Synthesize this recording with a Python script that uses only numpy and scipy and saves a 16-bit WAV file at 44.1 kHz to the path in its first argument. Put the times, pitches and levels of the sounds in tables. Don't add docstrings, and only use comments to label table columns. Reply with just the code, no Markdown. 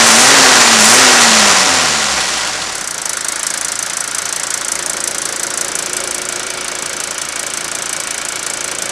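import sys
import numpy as np
from scipy import signal
from scipy.fft import rfft, irfft, next_fast_len
from scipy.io import wavfile
from scipy.ndimage import map_coordinates

SR = 44100
rng = np.random.default_rng(int(sys.argv[2]) if len(sys.argv) > 2 else 0)


def bounce(signal):
    frames = np.transpose(np.atleast_2d(signal))
    limited = np.clip(frames, -1, 1)
    pcm = np.round(limited * 32767).astype(np.int16)
    wavfile.write(sys.argv[1], SR, pcm)


N = 392931
T = np.arange(N) / SR


def amp(db):
    return 10 ** (np.asarray(db) / 20)


def unit(x):
    return x / np.sqrt(np.mean(x ** 2) + 1e-20)


def curves(rows):
    s, *cols = np.transpose(rows)
    return [np.interp(T, s, c) for c in cols]


def ramp(start_s, length_s):
    return np.clip((T - start_s) / length_s, 0, 1)


def wobble(rate):
    return map_coordinates(rng.standard_normal(int(N * rate / SR) + 4), [T * rate])


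def colour_db(hz, points, modes=()):
    f, level = np.transpose(points)
    lifts = sum(lift / (1 + (2 * (hz - centre) / width) ** 2) for centre, width, lift in modes)
    return np.interp(np.log(hz + 1), np.log(f), level) + lifts


def coloured(x, points, modes=()):
    hz = np.fft.rfftfreq(8192, 1 / SR)
    cepstrum = irfft(np.log(unit(amp(colour_db(hz, points, modes)))))
    half = len(cepstrum) // 2
    cepstrum[1:half] *= 2
    cepstrum[half + 1:] = 0
    return signal.fftconvolve(x, irfft(np.exp(rfft(cepstrum))))[:N]


def tone(cycles, db, waver_db):
    return np.sqrt(2) * amp(db + waver_db * wobble(14)) * np.sin(2 * np.pi * (cycles + rng.random()))


def strikes(at, shapes):
    index = at[:, None] + np.arange(shapes.shape[1])
    return np.bincount(index.ravel(), shapes.ravel(), N)[:N]


def rattles(cylinder, size, common, own):
    chance = rng.standard_normal((len(cylinder), size))
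    paths = rng.standard_normal((len(CYLINDERS), size))[cylinder]
    varied = np.sqrt(own) * paths + np.sqrt(1 - own) * chance
    return np.sqrt(common) * rng.standard_normal(size) + np.sqrt(1 - common) * varied


# time_s, firing_rate_hz
ENGINE_SPEED = [(0, 117), (.13, 111.5), (.34, 137.5), (.84, 106), (1, 131), (1.61, 94), (2.1, 68),
                (2.45, 51.5), (2.85, 30.6), (3.03, 26), (3.22, 26.3), (3.42, 27.63), (3.9, 28.03)]
IDLE_HZ, REV_HZ = ENGINE_SPEED[-1][1], 120

def crank(first_cylinder_s=3.8256):
    speed, = curves(ENGINE_SPEED)
    count = np.cumsum(speed) / SR
    count -= np.interp(first_cylinder_s, T, count)
    at = np.flatnonzero(np.diff(np.floor(count)) > 0)
    cylinder = np.floor(count[at + 1]).astype(int) % len(CYLINDERS)
    return speed, count, at, cylinder


# start_s, held_s, fuel_over_idle_db
THROTTLE = [(.01, 0.23, 5), (.77, 0.16, 7)]

def fuelling(speed, attack_s=0.04, release_s=0.12, governor_s=2.67, sag_db_per_hz=0.5):
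    pushes = sum(amp(db) * (ramp(s, attack_s) - ramp(s + held, release_s)) for s, held, db in THROTTLE)
    sag_hz = np.maximum(IDLE_HZ - speed, 0)
    return pushes + ramp(governor_s, 0.13) * amp(sag_db_per_hz * sag_hz)


# firing_rate_hz, level_db
ROAR_SWELL = [(28.1, -56), (30, -30.5), (38, -22), (54, -17), (71, -15), (100, -8.5), (130, -6.5)]
# freq_hz, gain_db
ROAR_EQ = [(25, -25), (80, -20), (170, -9.5), (320, -6.5), (500, -5.5), (750, -5.5), (1000, 2), (1300, 0.5),
           (2000, -2), (2500, -2), (3500, -3.5), (5600, -1), (7400, -4.5), (10000, -11.5), (11000, -20.5),
           (12500, -23), (14500, -60)]
# pitch_hz, width_hz, lift_db
BLOCK_MODES = [(606, 26, 9), (759, 45, 11), (1410, 50, 3.5), (1936, 83, 6), (5140, 120, -1.5),
               (7150, 110, 6)]

def roar(count, speed, pulsing_db=1, grain_db=1.26):
    hiss = rng.standard_normal(N) * amp(pulsing_db * np.cos(2 * np.pi * count) + grain_db * wobble(400))
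    return amp(np.interp(speed, *np.transpose(ROAR_SWELL))) * unit(coloured(hiss, ROAR_EQ, BLOCK_MODES))


# freq_hz, gain_db
GROWL_EQ = [(50, -30), (170, -17.5), (290, -9), (380, -7.5), (480, 1), (640, 0), (780, -4.5), (1000, -11.5),
            (1900, -2), (3000, -16), (7000, -49)]

def growl(count, speed, rev_db=-14.5, db_per_octave=20, uneven_db=3, waver_db=1):
    size, partials = 4096, 256
    lines = amp(uneven_db * rng.standard_normal(partials)) * np.exp(2j * np.pi * rng.random(partials))
    lines[1::2] *= amp(-10)
    lines[:2 * len(CYLINDERS) + 1] = 0
    turn = np.interp(count / len(CYLINDERS), np.arange(size) / size, irfft(lines, size), period=1)
    db = rev_db + db_per_octave * np.log2(speed / REV_HZ)
    return amp(db + waver_db * wobble(24.65)) * unit(coloured(turn, GROWL_EQ))


# relative_db, lift_per_unit_fuel_db
BOOM_PARTIALS = [(0, 3), (-.5, 0.5), (-4.5, 1), (-11.5, -0.5)]
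# freq_hz, gain_db
BAY_EQ = [(25, -52), (35, -41), (78, -35.5), (105, -42.5), (170, -32), (270, -30.5), (310, -42),
          (380, -25.5), (500, -17.5)]
# pitch_hz, width_hz, lift_db
BAY_MODES = [(87, 8.7, 4), (219, 38, 11), (265, 24, 6.5)]

def boom(count, speed, fuel, db_per_octave=8):
    drive_db = db_per_octave * np.log2(speed / REV_HZ)
    sound = np.zeros(N)
    for order, (db, fuel_db) in enumerate(BOOM_PARTIALS, 1):
        bay_db = colour_db(order * speed, BAY_EQ, BAY_MODES)
        sound += tone(order * count, db + drive_db + fuel_db * fuel + bay_db, waver_db=2)
    return sound


# front_knock_db, back_knock_db, injection_s, needle_hz, thump_db
CYLINDERS = [(1, -2.5, 0.0048, 465, -0.5), (4, 2, 0.0018, 600, -0.5), (-2, 4, 0.0032, 590, 0),
             (1.5, -2, 0.0022, 590, -2), (5.5, -2.5, 0.0033, 384, 0)]
# freq_hz, gain_db
KNOCK_EQ = [(400, -49), (1400, -22), (2600, -51), (4200, -16), (5500, -4.5), (6050, -1), (6700, -0.5),
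            (7700, 2.5), (9000, -0.5), (10000, -0.5), (10900, -11), (12300, -12), (13300, -27),
            (14500, -66)]
# pitch_hz, width_hz, lift_db
INJECTOR_MODES = [(6060, 160, 7.5), (7940, 190, 1), (9600, 110, 2), (12100, 250, 0.5)]

def knock(at, cylinder, fuel, place, near_db, trim_db=-2.08, attack_s=0.0012, ring_t60=0.025,
          tail_db=-17, tail_t60=0.1, jitter=0.041):
    t = np.arange(2400) / SR
    front_db, back_db, injection_s, needle_hz, _ = np.array(CYLINDERS)[cylinder].T
    scatter_db, timing = rng.standard_normal((len(at), 2)).T
    db = trim_db + near_db[at] + front_db + place[at] * (back_db - front_db) + scatter_db
    decay = np.hypot(amp(-60 * t / ring_t60), amp(tail_db - 60 * t / tail_t60))
    ring = (1 - np.exp(-t / attack_s)) * decay * rattles(cylinder, len(t), common=0.064, own=0.64)
    steel = signal.butter(2, (5800, 10000), "bandpass", fs=SR, output="sos")
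    ring /= np.linalg.norm(signal.sosfilt(steel, ring), axis=1, keepdims=True)
    gap_s = np.exp(jitter * timing) / needle_hz
    needle = np.zeros(N)
    for beat in range(6):
        strength = fuel[at] * amp(db) * np.clip(injection_s / gap_s - beat, 0, 1)
        needle += strikes(at + np.round(beat * gap_s).astype(int), strength[:, None] * ring)
    return coloured(needle, KNOCK_EQ, INJECTOR_MODES)


def shaking(at, cylinder, speed, scatter_db=0.39, whirr_db=-5):
    t = np.arange(5000) / SR
    force = amp(np.array(CYLINDERS)[cylinder, -1] + scatter_db * rng.standard_normal(len(at)))
    force /= np.sqrt(speed[at])

    def jolts(attack_s, t60, common, own):
        envelope = force[:, None] * (1 - np.exp(-t / attack_s)) * amp(-60 * t / t60)
        return strikes(at, envelope * rattles(cylinder, len(t), common, own))

    block = jolts(attack_s=0.003, t60=0.25, common=0.55, own=0.3)
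    clacks = jolts(attack_s=0.001, t60=0.27, common=0.029, own=0.22)
    gear = unit(clacks) * amp(1.5 * wobble(350)) + amp(whirr_db) * rng.standard_normal(N)
    return block, gear


# freq_hz, gain_db
THUMP_EQ = [(25, -36), (55, -19), (85, -17.5), (155, 1), (240, -5.5), (350, -1.5), (420, -4), (555, 3.5),
            (680, 1.5), (900, -5), (1500, -9), (3000, -45)]

def thump(block, shade_db, level_db=-35):
    return amp(level_db + shade_db) * unit(coloured(block, THUMP_EQ))


# freq_hz, gain_db
CLATTER_EQ = [(40, -22.5), (200, -11.5), (600, -10), (900, -1), (1400, 1.5), (1900, 1.5), (2300, -3.5),
              (2700, -4), (4000, -3.5), (5500, -2.5), (7500, -9), (9800, -15), (11000, -29), (12400, -20),
              (14200, -48)]
# pitch_hz, width_hz, lift_db
COVER_MODES = [(612, 13, 9.5), (1440, 170, 3.5), (1670, 53, 1), (2226, 91, 4)]

def clatter(gear, fuel, near_db, idle_db=-24.5, coasting=0.52):
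    load = coasting + (1 - coasting) * fuel
    return load * amp(idle_db + 0.74 * near_db) * unit(coloured(gear, CLATTER_EQ, COVER_MODES))


# offset_firings, pitch_hz, level_db
VALVE_PINGS = [(.08, 4450, -22), (.5, 1426, -20.5), (1.22, 2153, -21), (1.3, 1413, -23.5),
               (2.198, 3390, -21.5), (2.35, 1490, -37), (3.298, 1394, -24.5), (4.152, 1610, -21)]

def pings(count, t60=0.027, attack_s=0.00096, scatter_db=1.5, detune=0.01):
    t = np.arange(2400) / SR
    sound = np.zeros(N)
    for offset, hz, db in VALVE_PINGS:
        turns = np.floor((count - offset) / len(CYLINDERS))
        at = np.flatnonzero(np.diff(turns) > 0)
        size, pitch = rng.standard_normal((2, len(at), 1))
        envelope = amp(db + scatter_db * size - 60 * t / t60) * (1 - np.exp(-t / attack_s))
        sound += strikes(at, envelope * np.sin(2 * np.pi * hz * (1 + detune * pitch) * t))
    return sound


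# start_s, level_db
SCRAPES = [(2.2056, -11), (2.2854, -14), (2.3557, -19), (2.374, -14), (2.408, -18), (2.45, -24),
           (2.471, -15), (2.6162, -16.5)]
# freq_hz, gain_db
TUBE_EQ = [(800, -20), (2200, -15), (3200, 3.5), (4600, 0), (6000, -9), (10000, -6), (14000, -39)]

def dipstick(attack_s=0.00079, t60=0.066):
    t = np.arange(6000) / SR
    start_s, db = np.transpose(SCRAPES)
    envelopes = amp(db[:, None] - 60 * t / t60) * (1 - np.exp(-t / attack_s))
    scrapes = envelopes * rng.standard_normal(envelopes.shape)
    return coloured(strikes(np.round(start_s * SR).astype(int), scrapes), TUBE_EQ)


# time_s, resonance_hz, level_db
FILLER_VOICE = [(4.2, 327, -59), (4.8, 336, -45), (5.4, 337, -41), (6, 364, -39), (7, 355, -42.5),
                (7.3, 347, -52), (7.7, 346, -44.5), (8.25, 342, -52), (8.8, 348, -42)]

def filler_hum(count, speed, orders=(12, 13, 14), width_hz=15.6):
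    hz, db = curves(FILLER_VOICE)
    return sum(tone(k * count, db, waver_db=0.5) / np.hypot(1, 2 * (k * speed - hz) / width_hz)
               for k in orders)


# freq_hz, gain_db
PUFF_EQ = [(120, -20), (200, -9.5), (290, -15), (350, 3.5), (410, -7.5), (480, 2), (600, -1), (750, -12),
           (1500, -39)]

def filler_puffs(block, lift_db=5):
    _, db = curves(FILLER_VOICE)
    return amp(lift_db + db) * unit(coloured(block, PUFF_EQ))


# freq_hz, gain_db
CHATTER_EQ = [(1500, -23), (2050, -9.5), (2250, 7.5), (2450, -10), (3000, -6), (4500, -28)]

def filler_chatter(gear, level_db=-37, cap_off_s=5.47, lift_s=0.49):
    return amp(level_db) * ramp(cap_off_s, lift_s) * unit(coloured(gear, CHATTER_EQ))


# centre_s, half_width_s, knock_db, thump_db
HAND_PASSES = [(4.02, 0.33, -0.5, -1.5), (6.6, 0.37, -3, -1)]

def hand_shade():
    return sum(np.outer(db, np.exp(-((T - s) / width) ** 2)) for s, width, *db in HAND_PASSES)


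# time_s, place (0 front, 1 further back), nearness_db
MIC_PATH = [(2.7, 0.17, -3.5), (3.4, .14, 0.96), (5.8, 0.1, 0), (7.1, 0.32, -1.46)]

def scene():
    speed, count, at, cylinder = crank()
    fuel = fuelling(speed)
    place, near_db = curves(MIC_PATH)
    knock_shade_db, thump_shade_db = hand_shade()
    injectors = knock(at, cylinder, fuel, place, near_db + knock_shade_db)
    block, gear = shaking(at, cylinder, speed)
    ticking = thump(block, thump_shade_db) + clatter(gear, fuel, near_db) + pings(count)
    filler = filler_hum(count, speed) + filler_puffs(block) + filler_chatter(gear)
    revving = roar(count, speed) + growl(count, speed) + boom(count, speed, fuel)
    return (injectors + ticking + filler + revving + dipstick())[None]


def record(dry, ceiling=0.93, hardness=12, rolloff_hz=13200, top_hz=15620):
    clipped = dry / (1 + np.abs(dry / ceiling) ** hardness) ** (1 / hardness)
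    size = next_fast_len(N + SR // 2)
    hz = np.fft.rfftfreq(size, 1 / SR)
    response = (hz < top_hz) / np.sqrt(1 + (hz / rolloff_hz) ** 10)
    return irfft(rfft(clipped, size) * response, size)[:, :N]


dry = scene()
out = record(dry)
bounce(out)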